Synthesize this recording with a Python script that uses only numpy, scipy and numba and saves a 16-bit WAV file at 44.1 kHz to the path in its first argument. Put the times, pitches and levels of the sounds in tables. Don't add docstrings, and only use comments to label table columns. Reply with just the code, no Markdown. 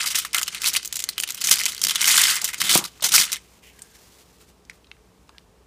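import sys
import numpy as np
from scipy import signal
from scipy.fft import rfft, irfft
from scipy.io import wavfile
from scipy.ndimage import uniform_filter1d
from numba import njit

SR = 44100
rng = np.random.default_rng(int(sys.argv[2]) if len(sys.argv) > 2 else 0)


def gain_from_decibels(decibels):
    exponent = np.asarray(decibels, float) / 20
    return 10 ** exponent


def master_out(mix):
    frames = np.transpose(np.atleast_2d(mix))
    ceiling = np.clip(frames, -1, 1)
    pcm = np.round(ceiling * 32767).astype(np.int16)
    wavfile.write(sys.argv[1], SR, pcm)


N = 249606


def unit(x):
    return x / np.sqrt(np.mean(x ** 2))


def colour(x, points):
    hz, db = np.transpose(points)
    f = np.fft.rfftfreq(len(x), 1 / SR) + 1
    gain = gain_from_decibels(np.interp(np.log(f), np.log(hz), db))
    return irfft(rfft(x) * gain, len(x))


def band(x, lo_hz, hi_hz):
    return signal.sosfilt(signal.butter(2, [lo_hz, hi_hz], "band", fs=SR, output="sos"), x)


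def decay(t, t60):
    return np.exp(-np.log(1000) * t / t60)


def grains(rate, spread_db, t60):
    hits = (rng.random(N) < rate / SR) * gain_from_decibels(2 * spread_db * rng.exponential(size=N))
    power = signal.lfilter([1], [1, -decay(2 / SR, t60)], hits)
    return unit(np.sqrt(power + 1e-9))


@njit
def bursts(start, size, hold, t60, hz, width, kick, noise, grit, rise, strike):
    out = np.zeros(len(noise))
    for e in range(len(start)):
        g, k = np.tan(np.pi * hz[e] / SR), width[e] / hz[e]
        norm = 1 + g * (g + k)
        level = size[e] * np.sqrt(SR / width[e])
        fade = np.exp(-np.log(1000) / (t60[e] * SR))
        band1, low1, band2, low2, front = 0., 0., 0., 0., kick
        stop = min(start[e] + hold[e] + int(t60[e] * SR) + 400, len(noise))
        for i in range(start[e], stop):
            age = i - start[e]
            swell = min(1., (age + 1) / (rise * hold[e] + 1))
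            rough = grit[i] if age > 60 else 1.
            push = level * noise[i] * (rough + front) * swell
            if age == int(rise * hold[e]):
                push += level * strike[e]
            v = (band1 + g * (push - low1)) / norm
            band1, low1 = 2 * v - band1, low1 + 2 * g * v
            w = (band2 + g * (k * v - low2)) / norm
            band2, low2 = 2 * w - band2, low2 + 2 * g * w
            front *= .96
            level *= fade if age > hold[e] else 1 - .4 / (hold[e] + 1)
            out[i] += k * w
    return out


def snaps(table, ring_db, broad_db, treble_db, sharp, t60, kick, pop, rise, strike):
    s, db, hz, ms = np.transpose(table)
    one = np.ones(len(s))
    octaves = np.log2(hz / 3500)
    share_db = -3.5 + 3.5 * octaves
    start = (s * SR).astype(np.int64)
    hold = (np.clip(ms, 0, 60) * SR / 1000).astype(np.int64)
    fade_s = t60 * (np.clip(ms, .3, 30) / 4) ** 0.21
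    crack_hz = 2700.0 * 2 ** (0.49 * octaves)
    blow = strike / (1 + (ms / 2.1) ** 2)
    grit = grains(1100, 1.5, .025)
    lone = (rng.random(N) < 260 / SR) * pop * rng.standard_normal(N)

    def layer(level_db, t60_s, centre_hz, width_hz):
        noise = rng.standard_normal(N) + lone
        return bursts(start, gain_from_decibels(level_db), hold, t60_s, centre_hz, width_hz,
                      kick, noise, grit, rise, blow)

    ring = layer(db + ring_db, 1.5 * fade_s, hz, np.hypot(hz / sharp, 450.))
    broad = layer(db + broad_db + 0.74 * share_db, fade_s, crack_hz, 2.0 * crack_hz)
    fizz = layer(db + share_db + treble_db, fade_s, 7600.0 * one, 17200.0 * one)
    return ring + broad + fizz


def room_air():
    # (frequency [Hz], level [dB per Hz])
    room_colour = [(30, -28), (49, -3), (69, -7.5), (87, -8), (186, -9.5), (255, -13), (390, -13.5),
                   (480, -17.5), (1100, -19), (1500, -25.5), (4000, -30), (8000, -32.5), (15300, -41.5)]
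    # (frequency [Hz], level [dB], width [Hz])
    hum_bands = [(61.5, -73.5, 8.3), (179.9, -70, 9), (435, -67, 71)]
    tone = gain_from_decibels(-58) * unit(colour(rng.standard_normal(N), room_colour))
    hum = sum(gain_from_decibels(db) * unit(band(rng.standard_normal(N), f - w / 2, f + w / 2)) for f, db, w in hum_bands)
    mains = gain_from_decibels(-60.5) * np.sin(2 * np.pi * 61 * np.arange(N) / SR)
    return tone + hum + mains


def squeaks():
    # (time [s], length [s], level [dB])
    drags = [(3.73, 0.28, -65), (5.321, 0.092, -65)]
    t = np.arange(N) / SR
    shape = sum(gain_from_decibels(db) * np.sin(np.pi * np.clip((t - s) / length, 0, 1)) ** .5 for s, length, db in drags)
    centre_hz, width_hz = 1640, 150
    whistle = band(rng.standard_normal(N), centre_hz - width_hz / 2, centre_hz + width_hz / 2)
    return shape * unit(whistle)


def gloves():
    # (time [s], length [s], rustle level [dB], cupped-hand share [dB])
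    strokes = [(3.385, 0.2, -58, -17), (3.616, 0.074, -53, -2.5), (3.71, 0.21, -57, -35),
               (3.925, 0.036, -50.5, -36), (3.972, 0.11, -53, -44), (4.087, 0.088, -56, -38),
               (4.166, 0.05, -53.5, -39), (2.857, 0.19, -56.5, -41), (4.24, 0.15, -60, -27),
               (4.392, 0.023, -52.5, -33.5), (4.462, 0.025, -55.5, -31), (4.71, 0.042, -61, -22),
               (4.548, 0.88, -72.5, -25), (5.179, 0.19, -75, -11)]
    # (frequency [Hz], level [dB per Hz])
    glove_colour = [(700, -3.5), (1500, -5), (3500, -3), (7000, -2.5), (10000, -7), (15300, -10.5)]
    attack_s, release_s = 0.026, 0.03
    t, hollow, broad = np.arange(N) / SR, 0, 0
    for s, length, db, cup_db in strokes:
        shape = np.clip((t - s) / attack_s, 0, 1) * np.exp(-np.clip(t - s - length, 0, None) / release_s)
        hollow = np.hypot(hollow, gain_from_decibels(db + cup_db) * shape)
        broad = np.hypot(broad, gain_from_decibels(db) * shape)
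    hiss = grains(1800, 1.4, .025) * rng.standard_normal(N)
    cup = unit(band(hiss, 1900, 3200))
    return hollow * cup + broad * unit(colour(hiss, glove_colour))


def ping():
    # time [s], level [dB], frequency [Hz], t60 [s]
    s, db, hz, t60 = (3.8205, -46, 9800, .055)
    t = np.clip(np.arange(N) / SR - s, 0, None)
    return gain_from_decibels(db) * np.sin(2 * np.pi * hz * t) * decay(t, t60)


def sticky_ticks():
    # (time [s], peak [dB], ring [Hz], length [ms])
    ticks = [(2.998, -33.5, 1500, 1.5), (3.0075, -30.5, 4700, 4.9), (3.023, -25.5, 784, 7),
             (3.037, -22.5, 950, 16), (3.049, -24.5, 635, 11), (3.064, -25, 960, 10),
             (3.788, -40, 2200, 1.2), (3.7915, -36.5, 2300, 3.7), (3.7915, -34.5, 8000, 3.1),
             (3.8198, -25, 8550, 2.2), (3.823, -39, 7540, 9), (4.651, -43.5, 5580, 1.2),
             (4.6975, -29, 5140, 1.4), (4.6977, -23.5, 2240, .5), (4.702, -43, 4760, 6.9),
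             (4.7105, -39.5, 2000, 4.5), (4.844, -42.5, 3230, 2.2), (4.8695, -43, 3400, 1.9),
             (4.915, -27, 2440, 0.6), (4.916, -40, 1300, 0.98), (4.967, -48, 1800, 0.99),
             (5.280, -51, 4560, .6), (5.2925, -35, 3700, 0.5), (5.2931, -32, 1040, 0.28),
             (5.298, -48, 995, 7.4), (5.348, -45, 1494, 0.75), (5.3826, -26.5, 3400, 0.3),
             (5.3945, -52, 8500, 1.1)]
    return snaps(ticks, ring_db=-10.5, broad_db=-21, treble_db=-28.5, sharp=1.46, t60=0.016,
                 kick=0.61, pop=0, rise=0., strike=4.6)


def bench(foil):
    # (frequency [Hz], level [dB], t60 [s])
    modes = [(193, 3, 0.03), (357, 2.5, 0.017), (743, 3.5, 0.013), (960, -1.5, 0.029), (1189, -8.5, 0.11),
             (573, -0.5, 0.013)]
    # (time [s], peak [dB], contact [ms])
    knocks = [(1.859, -19.5, 3.9), (2.641, -13.5, 5.6), (2.683, -29.5, 2.7), (2.705, -25, 1.2),
              (2.716, -26, 1.7), (2.7563, -2, 0.11), (2.789, -11.5, 1.8), (2.814, -26.5, 0.63),
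              (2.829, -23, 1.3), (3.051, -25, 2.7), (3.19, -22, 2.4)]
    t = np.arange(SR // 4) / SR
    ring = sum(gain_from_decibels(db) * np.sin(2 * np.pi * f * t) * decay(t, np.clip(t60, .02, .2)) for f, db, t60 in modes)
    blows = np.zeros(N)
    shudder = np.zeros(N)
    for s, db, ms in knocks:
        push = np.hanning(int(ms * SR / 1000) + 3)
        at = int(s * SR)
        blows[at:at + len(push)] += gain_from_decibels(db) * push / push.sum()
        shudder += gain_from_decibels(db - 36.5) * np.exp(-np.abs(np.arange(N) / SR - s) / 0.03)
    worked = np.sqrt(np.abs(uniform_filter1d(foil ** 2, size=2000))) ** 0.9
    rumble = unit(band(signal.fftconvolve(rng.standard_normal(N), ring)[:N], 150, 670))
    knocking = signal.fftconvolve(blows, ring / np.abs(ring).max())[:N]
    return band(knocking, 200, 2100) + (gain_from_decibels(-33.5) * worked + shudder) * rumble


def patter(spread_db, t60, lo_hz, hi_hz, sharp, count, kick):
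    when, pitch, long = rng.random((count, 3)).T
    start, hold = (when * N).astype(np.int64), np.zeros(count, np.int64)
    size = gain_from_decibels(spread_db * rng.exponential(size=count))
    hz = lo_hz * (hi_hz / lo_hz) ** pitch

    def layer(centre_hz, width_hz):
        return bursts(start, size, hold, t60 * (.5 + long), centre_hz, width_hz,
                      kick, rng.standard_normal(N), np.ones(N), 0., np.zeros(count))

    return layer(hz, hz / sharp), layer(np.full(count, 8100.0), np.full(count, 7200.0))


def crackle():
    # (time [s], crackle level [dB])
    effort = [(0.0, -29), (.3, -51), (.66, -34), (.9, -51.5), (1.38, -46.5), (1.53, -27.5), (1.74, -45.5),
              (1.979, -35), (2.171, -19.5), (2.33, -27), (2.558, -47.5), (2.749, -19), (2.88, -67),
              (2.988, -57), (3.192, -23), (3.288, -40.5), (3.343, -35.5), (3.43, -76.5)]
    effort_db = np.interp(np.arange(N) / SR, *np.transpose(effort), right=-120)
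    body = gain_from_decibels(effort_db)
    treble = gain_from_decibels(-39 + 1.24 * (effort_db + 33.0))
    low, high = patter(1.6, .026, 1700., 6500., sharp=.9, count=5000, kick=0.)
    lone, _ = patter(4., .012, 2500., 9000., sharp=.5, count=900, kick=2.4)
    dense = body * unit(band(low, 550, 7000)) + treble * unit(band(high, 4400, 17000))
    return gain_from_decibels(-13) * body * unit(lone) + gain_from_decibels(1.0) * dense


def pops():
    # (time [s], level [dB], ring [Hz])
    early = [(0.0188, -28, 4570), (0.0318, -17, 4660), (0.0411, -32, 1470), (0.0624, -21.5, 5700),
             (0.0675, -22, 7150), (0.0751, -27, 6120), (0.1085, -20, 2930), (0.1519, -16, 3450),
             (0.1572, -19, 6100), (0.1744, -19, 5440), (0.1846, -18, 3360), (0.1884, -9.5, 10100),
             (0.1978, -21, 3530), (0.339, -21.5, 2224), (0.3667, -12, 7180), (0.3785, -17.5, 3230),
             (0.4215, -15, 7260), (0.4716, -24, 2950), (0.4843, -30, 3000), (0.5517, -23.5, 3830),
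             (0.5662, -38, 2280), (0.628, -23, 3960), (0.636, -18, 5000), (0.6488, -17.5, 2520),
             (0.6595, -11, 3920), (0.665, -24, 6800), (0.6691, -7, 4520), (0.6804, -14, 10550),
             (0.6864, -9, 10030), (0.7332, -17, 6600), (0.7387, -24, 4600), (0.7438, -22, 4800),
             (0.7624, -10, 2820), (0.7662, -15, 2820), (1.8508, -15.5, 3000), (0.8569, -16, 7350),
             (0.8758, -19.5, 6560), (0.9356, -28, 7670), (0.9573, -13.5, 7280), (1.0967, -17, 9000),
             (1.1676, -42, 2930), (1.2089, -17, 9000), (1.1963, -21, 6600), (1.3216, -22, 7130),
             (1.3463, -17, 5640), (1.3542, -28, 8020), (1.4064, -25, 5220), (1.4143, -18, 6450),
             (1.4714, -7.5, 5840), (1.4843, -16, 5120), (1.489, -15.5, 2520), (1.4942, -7, 7490)]
    middle = [(1.5194, -16.5, 5430), (1.5245, -6.5, 7970), (1.53, -11, 6460), (1.5396, -7.5, 6420),
              (1.5563, -12.5, 9470), (1.5911, -13.5, 4820), (1.5997, -17, 2330), (1.604, -13.5, 5500),
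              (1.6148, -13.5, 2325), (1.643, -24, 2990), (1.7325, -29, 2000), (1.7205, -19, 3920),
              (1.7659, -25.5, 3190), (1.7933, -28, 6200), (1.831, -17, 9220), (1.8386, -5, 5000),
              (1.888, -20.5, 4950), (1.8956, -11, 3360), (1.9082, -14.5, 5560), (1.9147, -29, 3100),
              (1.993, -25, 3100), (2.0097, -9.5, 3960), (2.0282, -14.5, 2110), (2.0334, -12.5, 7920),
              (2.0558, -9, 5770), (2.0629, -17, 7190), (2.0719, -13, 8480), (2.0752, -9.5, 6440),
              (2.08, -5, 6500), (2.0896, -12.5, 6500), (2.0922, -8, 5990), (2.097, -13.5, 5600),
              (2.1006, -16.5, 6680), (2.1075, -13, 3620), (2.1147, -14.5, 9090), (2.1272, -18, 8180),
              (2.1329, -13, 3450), (2.14, -20.5, 3450), (2.1475, -16, 6290), (2.1563, -6.5, 7540),
              (2.1684, -14, 4610), (2.1819, -6.5, 1550), (2.19, -7, 6370), (2.1947, -16, 3660),
              (2.2024, -19, 3320), (2.2089, -12, 2370), (2.215, -5, 7020), (2.2177, -5, 7800),
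              (2.236, -5.5, 3360), (2.239, -4.5, 5210), (2.2524, -15, 7410), (2.2597, -16.5, 4440)]
    late = [(2.2703, -11, 5000), (2.2766, -21.5, 3530), (2.2834, -14, 6630), (2.2982, -27.5, 4610),
            (2.302, -11, 4520), (2.3103, -16, 5040), (2.3441, -13.5, 10980), (2.356, -12, 7490),
            (2.365, -14.5, 5680), (2.4442, -9, 7750), (2.4488, -15, 5940), (2.7041, -13.5, 6030),
            (2.7086, -11.5, 3960), (2.7142, -11.5, 3790), (2.722, -15, 3230), (2.7237, -12, 3660),
            (2.7285, -7, 8870), (2.738, -10, 6460), (2.745, -16, 6930), (2.7503, -2, 8660),
            (2.7528, -5, 7540), (2.7566, -14, 3530), (2.761, -19, 1080), (2.7715, -15, 5770),
            (2.776, -4.5, 8440), (2.7911, -17.5, 2500), (3.0257, -16, 8660), (3.044, -9, 6240),
            (3.055, -15.5, 4180), (3.0665, -11.5, 6470), (3.0912, -18, 3600), (3.1293, -13.5, 4440),
            (3.137, -13.5, 10510), (3.1406, -6.5, 6370), (3.148, -4, 6550), (3.155, -3, 5250),
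            (3.1627, -2, 5680), (3.176, -11.5, 4820), (3.1804, -3.5, 2370), (3.192, -10.5, 6120),
            (3.1965, -15.5, 5040), (3.2, -9, 5120), (3.203, -13, 4690), (3.2136, -14, 4260),
            (3.2178, -14.5, 6160), (3.2421, -16, 9350), (3.2529, -19.5, 5730), (3.3187, -18, 5470),
            (3.3208, -14.5, 5770), (3.3291, -13.5, 6680), (3.3592, -24.5, 3100), (3.3671, -34.5, 2070)]
    table = [*early, *middle, *late]
    out, t = np.zeros(N + 2048), np.arange(2048) / SR
    rise = 1 - np.exp(-t * 1000 / 0.18)
    splash_fade = decay(t, 0.0069) + gain_from_decibels(-14.5) * decay(t, 0.055)
    for (s, db, hz), noise in zip(table, rng.standard_normal((len(table), 2048))):
        ring_s = 17 * (hz / 4000) ** 0.32 / hz
        ring = np.sin(2 * np.pi * hz * t + noise[0]) * decay(t, ring_s)
        splash = unit(band(noise, 0.53 * hz, min(2.3 * hz + 3500, 18000.))) * splash_fade
        at = int(s * SR)
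        out[at:at + 2048] += gain_from_decibels(db) * rise * (gain_from_decibels(6.5) * ring + gain_from_decibels(-3) * splash)
    return out[:N]


def creases():
    # (time [s], level [dB], ring [Hz], length [ms])
    settle = [(.0408, -15, 1280, 3), (.0572, -14, 4750, 29), (.102, -18, 5700, 21), (.146, -15, 2370, 8.1),
              (.1546, -7.5, 6000, 5.9), (.1667, -16, 5360, 33), (.1843, -15.5, 3200, 6.1),
              (.2163, -26.5, 3100, 21), (.2492, -11.5, 1550, 1.2), (.252, -27, 2280, 19),
              (.3315, -19, 5500, 1.5), (.3385, -17, 1490, 48), (.3459, -2.5, 2170, 1.4),
              (.3546, -15, 2070, 2.5), (.3814, -11, 2810, 2.4), (.3928, -16.5, 6500, 1.4),
              (.4141, -9.5, 1440, 1.3), (.4307, -9, 6640, 1.06), (.4793, -11, 3000, 2.5),
              (.546, -15.5, 2430, 4.8), (.6178, -16.5, 5500, 3), (.642, -10, 2610, 1.16),
              (.652, -12, 4050, 17), (.6711, -11.5, 5350, 22)]
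    press = [(0.7365, -15, 4410, 5.7), (0.7503, -8.5, 2430, 2.4), (0.7614, -13, 4600, 1.7),
             (0.7655, -10.5, 4530, 5.2), (0.829, -26, 4720, 3.5), (0.848, -20, 7100, 4.2),
             (.926, -16, 6400, 2.2), (0.942, -25, 4000, 2), (0.9544, -22, 7170, 8.3),
             (0.9675, -15.5, 7240, 1.17), (0.991, -20, 7350, 4.7), (1.002, -17.5, 7030, 1.9),
             (1.022, -24, 7060, 2.2), (1.0399, -12, 7330, 0.47), (1.0892, -8.5, 4300, 0.89),
             (1.18, -9.5, 2990, 1.45), (1.2007, -12, 7400, 0.91), (1.223, -21.5, 4740, 5.9),
             (1.2353, -6.5, 2780, 1.5), (1.275, -19, 3320, 4), (1.289, -17, 2508, 3),
             (1.297, -23, 3500, 5.4), (1.3051, -13.5, 7010, 0.5), (1.3705, -30, 7000, 3),
             (1.3765, -22.5, 3020, 6), (1.411, -18.5, 4010, 6.2), (1.418, -14, 4707, 1.5)]
    scrape = [(1.439, -11, 6300, 19.4), (1.472, -12, 6160, 6.7), (1.4866, -11, 2530, 7.3),
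              (1.507, -14, 5000, 3.1), (1.511, -0.5, 6160, 5.2), (1.52, -12.5, 4900, 25),
              (1.558, -14.5, 4080, 0.88), (1.585, -12.5, 3770, 0.83), (1.59, -20, 4840, 8.8),
              (1.6086, -16, 2007, 6), (1.6354, -13, 5900, 2.5), (1.6554, -9.5, 5700, 1.1),
              (1.66, -10, 2770, 6), (1.68, -17, 3240, 9), (1.684, -26.5, 6260, 42),
              (1.7482, -22.5, 7100, 0.5), (1.7795, -21, 4330, 0.67), (1.8155, -11, 6000, 1.76),
              (1.835, -12.5, 4500, 3), (1.8482, -7.5, 5860, 1.1), (1.8686, -7, 5200, 0.48),
              (1.883, -12.5, 4550, 7.2), (1.897, -10, 3550, 0.5), (1.908, -9.5, 3230, 8.2),
              (1.9503, -14.5, 3380, 1.8), (1.957, -6.5, 3300, 2.4), (1.991, -27, 3020, 4.1)]
    lift = [(2.0152, -6, 6440, 1.2), (2.0229, -10, 2338, 7.7), (2.0428, -5.5, 3258, 3.5),
            (2.053, -16.5, 5850, 60), (2.0722, -10, 2024, 26), (2.1076, -11.5, 7160, 19),
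            (2.129, -23, 3500, 38), (2.1566, -14, 4410, 23), (2.1765, -5.5, 3500, 3.5),
            (2.184, -11.5, 1955, 47), (2.2151, -13, 6990, 1.2), (2.234, -13, 3485, 7.5),
            (2.2428, -22, 6930, 7.7), (2.256, -18.5, 4945, 36), (2.2735, -25, 6600, 15),
            (2.289, -17.5, 4570, 33), (2.2989, -16.5, 1722, 46), (2.4165, -29, 750, 40),
            (2.3664, -20, 2140, 11), (2.4156, -17.5, 7450, 4.2), (2.4423, -12, 6960, 8),
            (2.4518, -29.5, 7600, 50), (2.4773, -18.5, 3520, 2.5), (2.487, -17, 2000, 12),
            (2.5306, -18.5, 2180, 9.4), (2.5432, -14.5, 2400, 1.1), (2.578, -31.5, 6440, 25)]
    drop_flat = [(2.6015, -14, 4560, 13.5), (2.6155, -8, 2100, 2.5), (2.634, -14.5, 3480, 45),
                 (2.6918, -8, 3600, 16), (2.712, -7, 4447, 4.5), (2.7269, -23.5, 4050, 14),
                 (2.7457, -9.5, 3424, 17), (2.767, -14.5, 6310, 22), (2.8402, -16.5, 4070, 2.1),
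                 (2.8486, -22.5, 1242, 3), (2.768, -23, 931, 66), (2.85, -21, 4660, 8.4),
                 (2.8756, -30.5, 3290, 4.9), (3.0216, -16, 3204, 13), (3.038, -9.5, 5900, 29),
                 (3.0867, -14, 5500, 4.5), (3.119, -9, 5480, 7), (3.134, -11, 1500, 21),
                 (3.1268, -19, 4714, 37), (3.1385, -11, 6480, 6), (3.1473, -8.5, 5630, 8),
                 (3.156, -8.5, 5100, 12), (3.1802, -12, 2388, 3.5), (3.187, -8.5, 5690, 18),
                 (3.2007, -17, 4830, 4.3), (3.2115, -7.5, 4870, 7.5), (3.2297, -15.5, 3580, 15.4),
                 (3.251, -25.5, 5870, 7.4), (3.3179, -17, 5680, 5.5), (3.3283, -11, 6120, 5.3),
                 (3.365, -22.5, 2120, 4)]
    runs = [*settle, *press, *scrape, *lift, *drop_flat]
    return snaps(runs, ring_db=-14.5, broad_db=-11.5, treble_db=-8.0, sharp=3.4, t60=0.038,
                 kick=1.3, pop=2.0, rise=.15, strike=4.3)


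def blade(foil):
    # (frequency [Hz], width [Hz], level [dB])
    blade_rings = [(2070, 130, -4.5), (2520, 87, -14.5), (3020, 150, -10.5), (990, 51, -19.5)]
    return foil + sum(gain_from_decibels(db + 6.5) * signal.lfilter(*signal.iirpeak(hz, hz / width, SR), foil)
                      for hz, width, db in blade_rings)


def foil_sheet():
    # (frequency [Hz], level [dB])
    foil_colour = [(400, -11), (800, -4.5), (1300, 0), (2000, -5), (3500, -1), (6000, 0), (9000, 0.5),
                   (12000, -1.5), (15300, 0.5)]
    return blade(colour(creases() + crackle() + pops(), foil_colour))


def scene():
    foil = foil_sheet()
    near = foil + sticky_ticks() + ping() + gloves() + bench(foil)
    t = np.arange(SR // 3) / SR
    tail = band(rng.standard_normal(len(t)), 300, 9200) * decay(t, 0.21) * (t > .004)
    echo = signal.fftconvolve(near, tail / np.sqrt(np.sum(tail ** 2)))[:N]
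    return (near + gain_from_decibels(-21) * echo + room_air() + squeaks())[None]


def roll_off(x):
    return signal.sosfilt(signal.butter(12, 16440, fs=SR, output="sos"), x)


def record(dry):
    cut = signal.sosfilt(signal.ellip(10, .2, 75, 15350, fs=SR, output="sos"), dry)
    rounded = cut / (1 + np.abs(cut) ** 6) ** (1 / 6)
    mix = signal.sosfilt(signal.butter(2, 36, "high", fs=SR, output="sos"), rounded)
    return roll_off(mix)


dry = scene()
out = record(dry)
master_out(out)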